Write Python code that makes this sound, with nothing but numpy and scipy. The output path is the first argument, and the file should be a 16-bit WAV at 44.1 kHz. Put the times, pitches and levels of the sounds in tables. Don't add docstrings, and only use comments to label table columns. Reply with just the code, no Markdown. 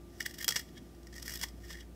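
import sys
import numpy as np
from scipy import signal
from scipy.fft import rfft, irfft
from scipy.io import wavfile
from scipy.ndimage import uniform_filter1d

SR = 44100
rng = np.random.default_rng(int(sys.argv[2]) if len(sys.argv) > 2 else 0)


def unload_wav(signal):
    wavfile.write(
        sys.argv[1],
        SR,
        np.round(np.clip(np.atleast_2d(signal).T, -1, 1) * 32767).astype(np.int16),
    )


N = 85995


# f/Hz, width/Hz, level/dB
HOUSING_MODES = [(1870, 150, 4), (2023, 100, -7.5), (2897, 133, -2.5), (3290, 86, 1), (3400, 87, -3),
                 (3710, 68, -5), (4690, 120, -2.5), (5108, 217, 2), (5570, 130, 1), (5784, 130, 0),
                 (5974, 67, -1.5), (6450, 150, -7), (7410, 220, -7), (7900, 200, -7), (9040, 100, -12),
                 (12020, 110, -7.5), (14500, 400, -9)]
# f/Hz, level/dB
SHELL_RESPONSE = [(100, -61), (400, -15.5), (900, -17.5), (1500, -9.5), (2250, -7), (2580, -16),
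                  (3500, -14), (4050, -9.5), (5000, -8.5), (8600, -11), (10000, -15), (12300, -11.5),
                  (15700, -16)]


def blade():
    housing = colour(SHELL_RESPONSE, HOUSING_MODES)
    return rasps(housing) + snaps(housing) + rub(housing)


# peak t/s, level/dB, rise t/s, fall t/s,
# then weights of the hollow tone/dB, middle ring/dB, treble/dB
RASP_EVENTS = [(0.2, -53, .001, .003, -10, -9, 4), (0.2067, -32.5, 0.002, 0.00097, 10.5, 1, -1),
               (0.218, -42.5, .003, 0.0036, -16, 6, -3), (.2630, -32, 0.0035, 0.0019, 9, 5, 2),
               (0.312, -45.5, 0.0027, 0.0022, 0.5, 3.5, 2), (.3420, -45, 0.0023, 0.0079, -3, 2.5, 2),
               (.3880, -42, 0.0043, 0.0035, 2.5, 4, 3), (0.4137, -40.5, 0.0081, 0.0028, 8.5, 3, 3.5),
               (.4320, -41, 0.0053, 0.0032, 4.5, 1, 5), (0.508, -30, 0.0031, .003, -4, -7, -5),
               (0.547, -43.5, 0.0022, 0.0019, 9, -9, 6), (.5660, -30, 0.0023, 0.009, -0.5, -2, -4.5),
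               (0.596, -36.5, 0.0054, 0.0044, 0, -2, -0.5), (.6150, -50.5, 0.0044, 0.0038, 3, 3, 2),
               (0.689, -58, 0.0017, 0.003, 7, 8.5, -1), (0.782, -52.5, 0.015, 0.0025, 7.5, 9, -5),
               (1.1290, -49.5, 0.0015, 0.011, 2, -9, -9), (1.164, -47, 0.011, 0.01, 2, -5, -1),
               (1.2, -46.5, .004, 0.0022, -7, -1, -3), (1.2280, -37.5, 0.0032, 0.0023, -9, -0.5, -3),
               (1.263, -43, 0.008, 0.0065, -2.5, -2, 4), (1.297, -41.5, 0.0034, .003, 5, -8, 2),
               (1.307, -46, .003, 0.0036, 0, -12, -6), (1.3240, -41.5, 0.0056, 0.0055, -6, -11, 0),
               (1.34, -43, .003, .006, -10, -1, 7), (1.357, -40, 0.0088, .005, -4, 3, 2),
               (1.3750, -42, 0.0022, 0.001, -11, 2, 5), (1.394, -45.5, 0.0032, 0.012, -2, 4, 1),
               (1.4353, -32, 0.0077, 0.0067, -4, 2, 1), (1.486, -47.5, 0.0027, 0.0052, -6, -3, -2),
               (1.6470, -54, 0.0083, 0.009, 6.5, 1, -3), (1.7060, -44, 0.0075, .010, 3.5, 4, -7),
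               (1.7320, -44.5, .005, .004, -16, 5, -8), (1.743, -56.5, 0.0042, 0.0059, 18, 0, -7),
               (1.755, -49.5, 0.0041, 0.0025, 10, 0, -8), (1.7735, -49.5, .003, .002, 10, 2, -7),
               (1.7890, -56.5, 0.0041, 0.0022, 14, 3, 1), (1.808, -48.5, 0.0077, 0.0045, -0.5, 8, -7),
               (1.831, -62.5, 0.013, 0.0037, 13.5, -1, -1)]


def rasps(housing):
    track = np.zeros(N)
    for at, db, rise, fall, *weights in RASP_EVENTS:
        rasp = contact(burst(rise, fall), housing, weights)
        add(track, at, undb(db) * rasp)
    return track


# t/s, level/dB,
# then weights of the hollow tone/dB, middle ring/dB, treble/dB
SNAP_EVENTS = [(.2058, -15, 11, 1, -3), (0.2156, -20.5, -16, 1, -6), (0.227, -19, -7, -7, -5),
               (.2622, -17.5, 8.5, -3, -6), (.3850, -27.5, 8.5, 4, 5), (0.4105, -28, -7, 1, 6),
               (0.4262, -18.5, 4, 1, 2), (0.4448, -11, -1, 5.5, 6.5), (0.4808, -1, -1, 2.5, 3),
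               (0.4893, 2.5, -21, -2.5, -4), (.5082, -9.5, -5, 4, -4), (0.523, -10.5, 3.5, 1, -3),
               (.5590, -7.5, 1.5, 3, -2.5), (0.5629, -1.5, -2.5, -3, -11.5), (.7790, -35, 6, 3, -9),
               (.9490, -38.5, -2, -1, -5), (1.0320, -36, 0, 1, -3), (1.0700, -27, 1.5, -3, -6),
               (1.1268, -33, 3, -6, -6), (1.1413, -30, 3, 3, -3), (1.1814, -20, 2, -6, -5),
               (1.2268, -20, -11, -10, 0), (1.2800, -14.5, 6.5, -8, 0.5), (1.2950, -20.5, 3, -4, 2),
               (1.3070, -23, 0, -6, 0), (1.3382, -19, 0, -11, 2), (1.3569, -21, -9, -2, 3),
               (1.3740, -25, -4, -2, 4), (1.4140, -12, -4, -2, -3), (1.4366, -10, 5.5, 3, -3.5),
               (1.7040, -28, 5, -5, -4), (1.7290, -29, 2, -1, -1)]
CRUMBLE_DB, CRUMBLE_FALL_S = 2.5, 0.0011


def snaps(housing):
    track = np.zeros(N)
    for at, db, *weights in SNAP_EVENTS:
        snap = undb(CRUMBLE_DB) * crumble(CRUMBLE_FALL_S)
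        snap[len(snap) // 2] += 1
        add(track, at, undb(db) * contact(unit(snap), housing, weights))
    return track


# t/s, level/dB
RUB_LEVEL = [(.05, -79), (.19, -60.5), (.22, -60), (.30, -54), (.33, -65), (.41, -59), (.47, -63),
             (.58, -48), (.64, -68), (.98, -74.5), (1.11, -70), (1.25, -58), (1.31, -46.5), (1.40, -60),
             (1.46, -57), (1.52, -77), (1.61, -66.5), (1.72, -54), (1.86, -83)]


def rub(housing):
    return ring(fibres(N) * undb(curve(RUB_LEVEL)), housing)


# low f/Hz, high f/Hz
WEIGHT_ZONES = [(1600, 2260), (2750, 3900), (9000, 26000)]
CAVITY_DB, CAVITY_T60_S = -5, 0.033


def contact(force, housing, weights_db):
    scattered = even(force + undb(CAVITY_DB) * ring(force, tail(CAVITY_T60_S)))
    sound = unit(ring(scattered, housing)) * np.sqrt(np.sum(force ** 2))
    f = np.fft.rfftfreq(len(force), 1 / SR)
    shares_db = np.zeros(len(f))
    for db, (low, high) in zip(weights_db, WEIGHT_ZONES):
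        offset = (2 * f - low - high) / (high - low)
        shares_db += db / (1 + offset ** 6)
    return irfft(rfft(sound) * undb(shares_db))


EVEN_HZ = 700


def even(x):
    spectrum = rfft(x)
    bins = int(EVEN_HZ * len(x) / SR)
    power = uniform_filter1d(np.abs(spectrum) ** 2, size=bins)
    return irfft(spectrum / np.sqrt(power + 1e-18), len(x))


FIBRES_PER_S, FIBRE_SPREAD_DB = 3500, 3.5


def fibres(size):
    breaks = rng.random(size) < FIBRES_PER_S / SR
    signs = rng.choice([-1, 1], size)
    sizes = undb(FIBRE_SPREAD_DB * rng.standard_normal(size))
    return unit(breaks * signs * sizes) * np.sqrt(size)


EVENT_S = 0.12


def burst(rise, fall):
    half = int(EVENT_S * SR / 2)
    t = np.arange(-half, half) / SR
    swell = np.exp(np.minimum(t / rise, -t / fall))
    return unit(fibres(len(t)) * swell) * np.sqrt(np.sum(swell ** 2))


SNAP_RISE_S = 0.00018


def crumble(fall):
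    return unit(burst(SNAP_RISE_S, fall))


# t/s, level/dB
KNOCK_EVENTS = [(0.4816, -21.5), (.4900, -22.5), (0.561, -25), (1.4371, -17.5), (1.7045, -28)]
# f/Hz, level/dB
KNOCK_RESPONSE = [(100, -14), (300, -5), (500, 1), (720, -8), (1150, 1.5), (1600, -8), (3000, -25),
                  (16000, -50)]
KNOCK_FALL_S = 0.0053


def base():
    knocks = np.zeros(N)
    for at, db in KNOCK_EVENTS:
        add(knocks, at, undb(db) * crumble(KNOCK_FALL_S))
    return ring(knocks, colour(KNOCK_RESPONSE))


# t/s, level/dB
RUMBLE_LEVEL = [(0, -74), (.15, -66), (.3, -58.5), (.55, -56), (.72, -58), (.83, -52.5), (.93, -70),
                (1.2, -66.5), (1.32, -59.5), (1.6, -62), (1.9, -77)]
# f/Hz, level/dB
RUMBLE_RESPONSE = [(50, -42.5), (110, -4), (160, -4.5), (250, -4), (400, -19.5), (1000, -41), (16000, -84)]


def rumble():
    return ring(rng.standard_normal(N), colour(RUMBLE_RESPONSE)) * undb(curve(RUMBLE_LEVEL))


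# t/s, level/dB
HUM_LOWEST_LEVEL = [(0, -54.5), (.5, -59), (.9, -55.5), (1.15, -52), (1.55, -49.5), (1.95, -51.5)]
# f/Hz, level/dB
HUM_UPPER_TONES = [(172.7, -65.5), (345.2, -62), (1185, -76.5)]
HUM_HZ, HUM_WAVER_DB = 58.5, 2.5


def appliance():
    hum = tone(HUM_HZ) * undb(curve(HUM_LOWEST_LEVEL))
    for hz, db in HUM_UPPER_TONES:
        hum += tone(hz) * undb(db + HUM_WAVER_DB * walk(8))
    return hum


# f/Hz, level/dB per Hz
AIR_RESPONSE = [(44, -20.5), (75, -1.5), (115, -8), (286, -7), (350, -7.5), (467, -17), (698, -17.5),
                (1110, -30), (1220, -29), (1330, -28), (1950, -30.5), (2130, -31), (2910, -33),
                (15500, -39)]
AIR_DB, AIR_LOW_HZ = -55.5, 47.3


def room_air():
    low_cut = signal.butter(6, AIR_LOW_HZ, "high", fs=SR, output="sos")
    air = signal.sosfilt(low_cut, ring(rng.standard_normal(N), colour(AIR_RESPONSE)))
    return undb(AIR_DB) * unit(air) * np.sqrt(N)


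def tone(hz):
    t = np.arange(N) / SR
    return np.sqrt(2) * np.sin(2 * np.pi * (hz * t + rng.random()))


def walk(rate):
    k = int(SR / rate)
    steps = np.repeat(rng.standard_normal(N // k + 1), k)
    return uniform_filter1d(steps, k)[:N]


def colour(points, modes=()):
    size = 8192
    f = np.maximum(np.fft.rfftfreq(size, 1 / SR), 1)
    hz, db = np.array(points).T
    power = undb(np.interp(np.log(f), np.log(hz), db)) ** 2
    for centre, width, peak in modes:
        power = power + undb(peak) ** 2 / (1 + ((f - centre) / width) ** 2 * 2) ** 2
    cepstrum = irfft(np.log(power))[:size // 2]
    cepstrum[0] /= 2
    return unit(irfft(np.exp(rfft(cepstrum, size)))[:size // 2])


def ring(x, response):
    return signal.fftconvolve(x, response)[:len(x)]


def tail(t60):
    t = np.arange(int(t60 * SR)) / SR
    return unit(rng.standard_normal(len(t)) * np.exp(-np.log(1000) * t / t60))


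def add(track, at, sound):
    where = int(at * SR) - len(sound) // 2 + np.arange(len(sound))
    inside = (where >= 0) & (where < N)
    track[where[inside]] += sound[inside]


def curve(rows):
    return np.interp(np.arange(N) / SR, *np.array(rows).T)


def undb(db):
    return 10 ** (np.asarray(db) / 20)


def unit(x):
    return x / np.sqrt(np.sum(x ** 2))


ROOM_DB, ROOM_T60_S = -15.5, 0.26


def scene():
    near = blade() + base()
    echo = undb(ROOM_DB) * ring(near, tail(ROOM_T60_S))
    return (near + echo + rumble() + appliance() + room_air())[None]


TOP_HZ = 15650


def record(dry):
    top_cut = signal.ellip(10, .2, 70, TOP_HZ, fs=SR, output="sos")
    return signal.sosfilt(top_cut, dry)


dry = scene()
out = record(dry)
unload_wav(out)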